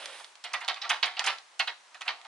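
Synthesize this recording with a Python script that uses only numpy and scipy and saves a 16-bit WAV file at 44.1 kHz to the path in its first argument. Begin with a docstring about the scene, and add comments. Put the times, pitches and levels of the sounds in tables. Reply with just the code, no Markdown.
"""Cascades of slat knocks from a wooden venetian blind, as a hand twists its tilt wand in a quiet living room.
Each jerk of the wand tips the slats: sparse impulses, voiced by a falling resonance, ring slats and head rail.
Ticks of the gear and the wand hook are resonant clicks, each with the ring of the blind after it.
At first the blind rustles (coloured grains and hiss) and scrapes (grains in a resonance sliding down).
Steady noise is the hush of the room; two microphone ports close by and a short room tail make it stereo."""
import sys
import numpy as np
from scipy import signal
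from scipy.fft import rfft, irfft, next_fast_len
from scipy.io import wavfile
from scipy.ndimage import uniform_filter1d

SR = 44100
rng = np.random.default_rng(int(sys.argv[2]) if len(sys.argv) > 2 else 0)


def file_out(sig):
    """Save sig as 16-bit WAV at sys.argv[1]."""
    # one column per channel
    cols = np.atleast_2d(sig).T
    # limit, then scale
    lim = np.clip(cols, -1, 1)
    pcm = np.round(lim * 32767).astype(np.int16)
    wavfile.write(sys.argv[1], SR, pcm)


def gain_from_db(level_db):
    """Turn a decibel level (scalar or array-like) into a linear amplitude factor."""
    decades = np.asarray(level_db, float) / 20
    return 10 ** decades


N = 100371  # length in samples
TREBLE_HZ = 4540  # where the treble of rustle and cascades is split off


def evened(x):
    """Normalisation: scales a signal to an rms of one."""
    return x / np.sqrt(np.mean(x ** 2) + 1e-20)


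def read(points, hz):
    """Interpolation of a (Hz, value) table on a logarithmic frequency axis."""
    f, value = np.transpose(points)
    return np.interp(np.log(hz + 1), np.log(f + 1), value)


def add(mix, s, sound):
    """Superposition: mixes a sound in at s seconds."""
    part = mix[..., max(round(s * SR), 0):][..., :sound.shape[-1]]
    part += sound[..., :part.shape[-1]]


def coloured(x, points):
    """Minimum-phase filtering: a (Hz, dB) gain curve fixes the phase of the causal response."""
    hz = abs(np.fft.fftfreq(4096, 1 / SR))
    log_gain = np.log(gain_from_db(read(points, hz)) + 1e-6)
    response = np.exp(np.conj(signal.hilbert(log_gain)))
    taps = np.fft.ifft(response).real[:2048]
    taps = taps.reshape((1,) * (x.ndim - 1) + (-1,))
    return signal.oaconvolve(x, taps, axes=-1)[..., :x.shape[-1]]


def resonate(x, hz, width):
    """Resonance of one damped oscillator, a pair of poles; its Q is at least 0.6."""
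    return signal.lfilter(*signal.iirpeak(hz, max(hz / width, .6), SR), x)


def glide(x, hz, width):
    """Resonance with a moving centre: heterodyning by the curve hz around a one-pole low-pass."""
    turn = np.exp(2j * np.pi * np.cumsum(hz) / SR)
    r = np.exp(-np.pi * width / SR)
    return 2 * (turn * signal.lfilter([1 - r], [1, -r], x / turn)).real


def decaying(count, t60s, size):
    """Frequency-dependent damping: noise tails of energy one whose bands die at their own speed."""
    hz, t, z = signal.stft(rng.standard_normal((count, size)), SR, nperseg=128)
    decay = gain_from_db(-60 * t / read(t60s, hz)[:, None])
    tail = signal.istft(z * decay, SR, nperseg=128)[1][:, :size]
    return tail / np.linalg.norm(tail, axis=1, keepdims=True)


def knocks(size, per_s):
    """Random impact process: sparse impulses of random sign, a few of them large."""
    chance, sign, big = rng.random(size), rng.standard_normal(size), rng.exponential(1, size)
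    size_db = 2.5 * np.minimum(big, 3)
    return (chance < per_s / SR) * np.sign(sign) * gain_from_db(size_db)


# Course of the rustle. Each row: time in seconds, level of the body in dB, level of the treble in dB.
RUSTLE_COURSE = [(0, -43.5, -55.5), (.12, -46, -56), (.19, -48, -51.5), (0.27, -58, -60), (0.329, -67, -68)]
# Spectrum of the rustling knocks. Each row: frequency in Hz, gain in dB.
RUSTLE_SPECTRUM = [(100, -48), (380, -10.5), (560, -2.5), (3500, -0.5), (6500, -16)]
RUSTLE_PER_S = 4000  # knocks per second


def rustle():
    """Granular excitation: faint uneven knocks of the slats and a hiss of cords while the blind settles."""
    s, body_db, treble_db = np.transpose(RUSTLE_COURSE)
    t = np.arange(N) / SR
    grains = evened(coloured(knocks(N, RUSTLE_PER_S), RUSTLE_SPECTRUM))
    high_pass = signal.butter(4, TREBLE_HZ, "high", fs=SR, output="sos")
    hiss = evened(signal.sosfilt(high_pass, rng.standard_normal(N)))
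    body = gain_from_db(np.interp(t, s, body_db)) * grains
    treble = gain_from_db(np.interp(t, s, treble_db)) * hiss
    return (t < s[-1]) * (body + treble)


SCRAPE_HZ, SCRAPE_WIDTH_HZ = (630, 505), 47  # resonance from first to last, and its width
SCRAPE_DB, SCRAPE_S, SCRAPE_PER_S = -52.5, 0.13, 1300  # level before the fade, length, grains per second


def scrape():
    """Resonantly filtered friction: low grains in one resonance that slides down as they fade."""
    u = np.linspace(0, 1, round(SCRAPE_S * SR))
    grains = knocks(len(u), SCRAPE_PER_S)
    low = glide(grains, np.interp(u, (0, 1), SCRAPE_HZ), SCRAPE_WIDTH_HZ)
    return gain_from_db(SCRAPE_DB) * np.sqrt(1 - u) * evened(low)


# Spectrum of the hush. Each row: frequency in Hz, gain in dB.
AIR_SPECTRUM = [(30, -71), (250, -17), (900, 3.5), (1700, 0), (6000, -6), (11500, -16)]
AIR_DB, AIR_SAME = -57.5, 0.44  # rms level, left-right correlation


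def air():
    """Stationary, partly correlated noise: the steady hush of the room and the microphones."""
    a, b = rng.standard_normal((2, N))
    right = AIR_SAME * a + np.sqrt(1 - AIR_SAME ** 2) * b
    return gain_from_db(AIR_DB) * evened(coloured(np.array([a, right]), AIR_SPECTRUM))


# Spectrum of a struck slat. Each row: frequency in Hz, gain in dB.
SLAT_SPECTRUM = [(60, -73), (320, -26.5), (520, -17.5), (740, -6), (1300, -4.5), (4500, 1.5), (7500, -13),
                 (11500, -21.5)]
# Damping of the dense ring. Each row: frequency in Hz, time to fall by 60 dB in seconds.
SLAT_T60 = [(300, 0.32), (2000, 0.051), (9000, 0.036)]
# Modes shared by all slats and the rail. Each entry: frequency in Hz.
SHARED_MODES = [714.7, 781, 930, 1120.5, 1195.5, 1343, 1845, 1935, 2168, 2532]
MODES_DB, MODES_T60_S = -8, .075  # energy relative to knock and ring, time to fall by 60 dB
KNOCK_DB = -5  # dry knock relative to the ring, before colouring
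EARLY_DB, EARLY_S = 4.5, 0.0026  # the ring starts strong and drops quickly to its tail


def slats(count):
    """Modal superposition: a dry knock, a dense ring for each slat and the modes they all share."""
    ring = decaying(count, SLAT_T60, size=12000)
    t = np.arange(12000) / SR
    modes = np.zeros((count, len(t)))
    for hz in SHARED_MODES:
        strength = rng.uniform(-1, 1, (count, 1)) / np.sqrt(hz)
        modes += strength * gain_from_db(-60 * t / MODES_T60_S) * np.sin(2 * np.pi * hz * t)
    modes = signal.sosfilt(signal.butter(4, 600, "high", fs=SR, output="sos"), modes)
    ring *= 1 + gain_from_db(EARLY_DB) * np.exp(-t / EARLY_S)
    ring /= np.linalg.norm(ring, axis=1, keepdims=True)
    ring[:, 0] += gain_from_db(KNOCK_DB)
    ring = coloured(ring, SLAT_SPECTRUM)
    ring /= np.linalg.norm(ring, axis=1, keepdims=True)
    return ring + gain_from_db(MODES_DB) * modes / np.linalg.norm(modes, axis=1, keepdims=True)


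# Single ticks of gear and hook. Each row: start in seconds, level of the bare click in dB (rms over 1 ms),
# pitch in Hz, width of the resonance in Hz.
TICKS = [(.058, -34.5, 4470, 7300), (0.2449, -39, 3620, 604), (.355, -47.5, 3500, 4100),
         (.6855, -27, 3260, 3030), (2.019, -35.5, 2940, 3000), (2.215, -49.5, 3420, 3000),
         (2.251, -49, 3600, 1500), (.648, -38, 4200, 1480), (0.744, -37, 3720, 1540),
         (1.194, -22, 3600, 1800), (1.385, -40.5, 4050, 1210)]


def tick(ring, level_db, hz, width):
    """Impulse response: one sharp click with the blind ringing after it in the same colour."""
    impulse = np.arange(len(ring)) == 0
    click = resonate(resonate(impulse, hz, width), hz, 2 * width)
    after = ring + resonate(ring, hz, width)
    both = click / np.linalg.norm(click) + 1.32 * after / np.linalg.norm(after)
    return gain_from_db(level_db) * np.sqrt(SR / 1000) * both


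# Cascades of slat knocks. Each row: start in seconds, greatest short-time rms level in dB,
# build-up in seconds (at least 0.001), dying away to -60 dB in seconds (at least 0.01),
# first pitch in Hz, gain of the treble in dB.
CASCADES = [(0.196, -47, 0.0021, 0.2, 1330, 5), (0.439, -37.5, 0.001, 0.22, 4200, 9),
            (.485, -49.5, 0.04, -4, 2300, -8), (0.532, -28, 0.0062, 0.17, 2750, 3),
            (0.603, -39, 0.011, 0.4, 2700, 0), (0.679, -28, 0.00087, 0.17, 3430, -0.5),
            (.76, -41.5, 0.001, 0.26, 2840, -3), (0.814, -34, 0.0026, 0.18, 4830, -12),
            (0.827, -36, 0.021, 0.22, 2060, -11), (0.892, -22.5, 0.0071, 0.22, 3360, 6),
            (1.0263, -21.5, 0.0022, 0.09, 3430, -3.5), (1.057, -33.5, 0.0028, 0.3, 3600, 5.5),
            (1.165, -35.5, 0.004, 0.2, 3170, -6.5), (1.196, -32.5, 0.00083, 0.14, 2220, 2.5),
            (1.24, -31, 0.00075, 0.32, 3580, 9), (1.259, -24, 0.01404, 0.2, 4600, 5),
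            (1.592, -23, 0.0049, 0.1037, 3720, 2.5), (1.673, -29.5, 0.00085, 0.1362, 3600, 1.5),
            (1.944, -45.5, 0.00087, 0.1, 2030, 4.5), (2.008, -39, 0.0012, 0.1, 3180, 7.5),
            (2.05, -42, 0.012, 0.78, 1860, -3.5), (2.077, -26, 0.0026, 0.13, 3600, -1.5),
            (2.244, -47.5, 0.0044, 0.2, 1470, -4)]
KNOCKS_PER_S, THIN_S, LAST_SHARE = 3500, .015, .3  # knocks thin out to a sparser rattle
TREBLE_HASTE, BODY_HASTE = 3.64, 0.99  # speed-up of build-up and decay
KNOCK_Q, SAG_OCTAVES, SAG_S = 1.186, 1.27, 0.023  # early knocks are harder, so higher
BROAD_DB = -3  # knocks below the treble that bypass the resonance


def cascade(body, level_db, rise, fall, hz, treble_db):
    """Source and filter: knocks build up and die away, bright ones first, each exciting one of the slats."""
    t = np.arange(8000) / SR
    rise, fall = max(rise, .001), max(fall, .01)
    since_rise = np.maximum(t - rise, 0)

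    def shape(haste):
        """Linear build-up and exponential decay."""
        return np.minimum(t * haste / rise, 1) * gain_from_db(-60 * haste * since_rise / fall)

    share = np.minimum(LAST_SHARE + np.exp(-since_rise / THIN_S), 1)
    hits = knocks(len(t), KNOCKS_PER_S * share)
    slat = rng.integers(0, len(body), len(t))
    on_slat = hits * (slat == np.arange(len(body))[:, None])
    bright = signal.lfilter(*signal.butter(2, TREBLE_HZ, "high", fs=SR), on_slat * shape(TREBLE_HASTE))
    slow = on_slat * shape(BODY_HASTE)
    centre = hz * 2 ** (-SAG_OCTAVES * (1 - np.exp(-t / SAG_S)))
    voiced = glide(glide(slow, centre, hz / KNOCK_Q), centre, hz / KNOCK_Q)
    broad = signal.lfilter(*signal.butter(2, TREBLE_HZ, fs=SR), slow)
    drive = voiced + gain_from_db(BROAD_DB) * broad + gain_from_db(treble_db) * bright
    sound = signal.fftconvolve(drive, body, axes=1)
    loudest = np.sqrt(uniform_filter1d(sound.sum(0) ** 2, size=600).max())
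    return gain_from_db(level_db) * sound / loudest


# Likeness of the ports. Each row: frequency in Hz, left-right likeness from 0 to 1.
PORT_LIKENESS = [(600, 0.9), (3000, 0.99), (7000, 0.23)]
# Balance of the ports. Each row: frequency in Hz, left minus right in dB.
PORT_BALANCE = [(300, -1), (11000, -5)]
LEFT_LEAD_S = .000022


def ports(x):
    """Interaural-like differences: the left port is earlier and quieter, with a partly different mix of paths."""
    size = next_fast_len(N + 2000)
    hz = np.fft.rfftfreq(size, 1 / SR)
    paths = decaying(1, [(100, .07), (10000, .04)], size=3000)[0]  # (Hz, seconds to fall by 60 dB)
    other = rfft(paths, size)
    other /= np.sqrt(uniform_filter1d(abs(other) ** 2, size=size // 100))  # flat on average
    angle = np.arccos(read(PORT_LIKENESS, hz)) / 2
    lead = np.exp(2j * np.pi * hz * LEFT_LEAD_S)
    tilt = gain_from_db(read(PORT_BALANCE, hz) / 2)
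    left = (np.cos(angle) + np.sin(angle) * other) * lead * tilt
    right = (np.cos(angle) - np.sin(angle) * other) / tilt
    return irfft(rfft(x, size) * np.array([left, right]), size)[:, :N]


# Damping of the room. Each row: frequency in Hz, time to fall by 60 dB in seconds.
ROOM_T60 = [(500, 0.21), (8000, 0.34)]
ROOM_DB = -12  # energy of the tail


def room(x):
    """Diffuse reverberation: a short soft tail, different at each port."""
    late = np.pad(x, (400, 0))[None]  # the tail starts 400 samples after the sound
    tails = decaying(2, ROOM_T60, size=20000)
    return gain_from_db(ROOM_DB) * signal.fftconvolve(late, tails, axes=1)[:, :N]


def scene():
    """Superposition of blind, wand and room; three parts of the blind reach the ports by their own paths."""
    blind = np.zeros((3, N))
    add(blind[0], 0, rustle())
    add(blind[1], 0, scrape())
    for s, *row in TICKS:
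        add(blind[2], s, tick(slats(count=1)[0], *row))
    for s, *row in CASCADES:
        add(blind, s, cascade(slats(count=3), *row))
    return sum(ports(part) for part in blind) + room(blind.sum(0)) + air()


def roll_off(x):
    """The treble ends steeply here."""
    return signal.sosfilt(signal.butter(12, 11810, fs=SR, output="sos"), x)


def record(dry):
    """Band limitation: a linear-phase low-pass at 10930 Hz finishes the mix."""
    edge = signal.firwin(121, 10930, window=("kaiser", 7), fs=SR)
    mix = signal.oaconvolve(dry, edge[None], "same")
    return roll_off(mix)


dry = scene()
out = record(dry)
file_out(out)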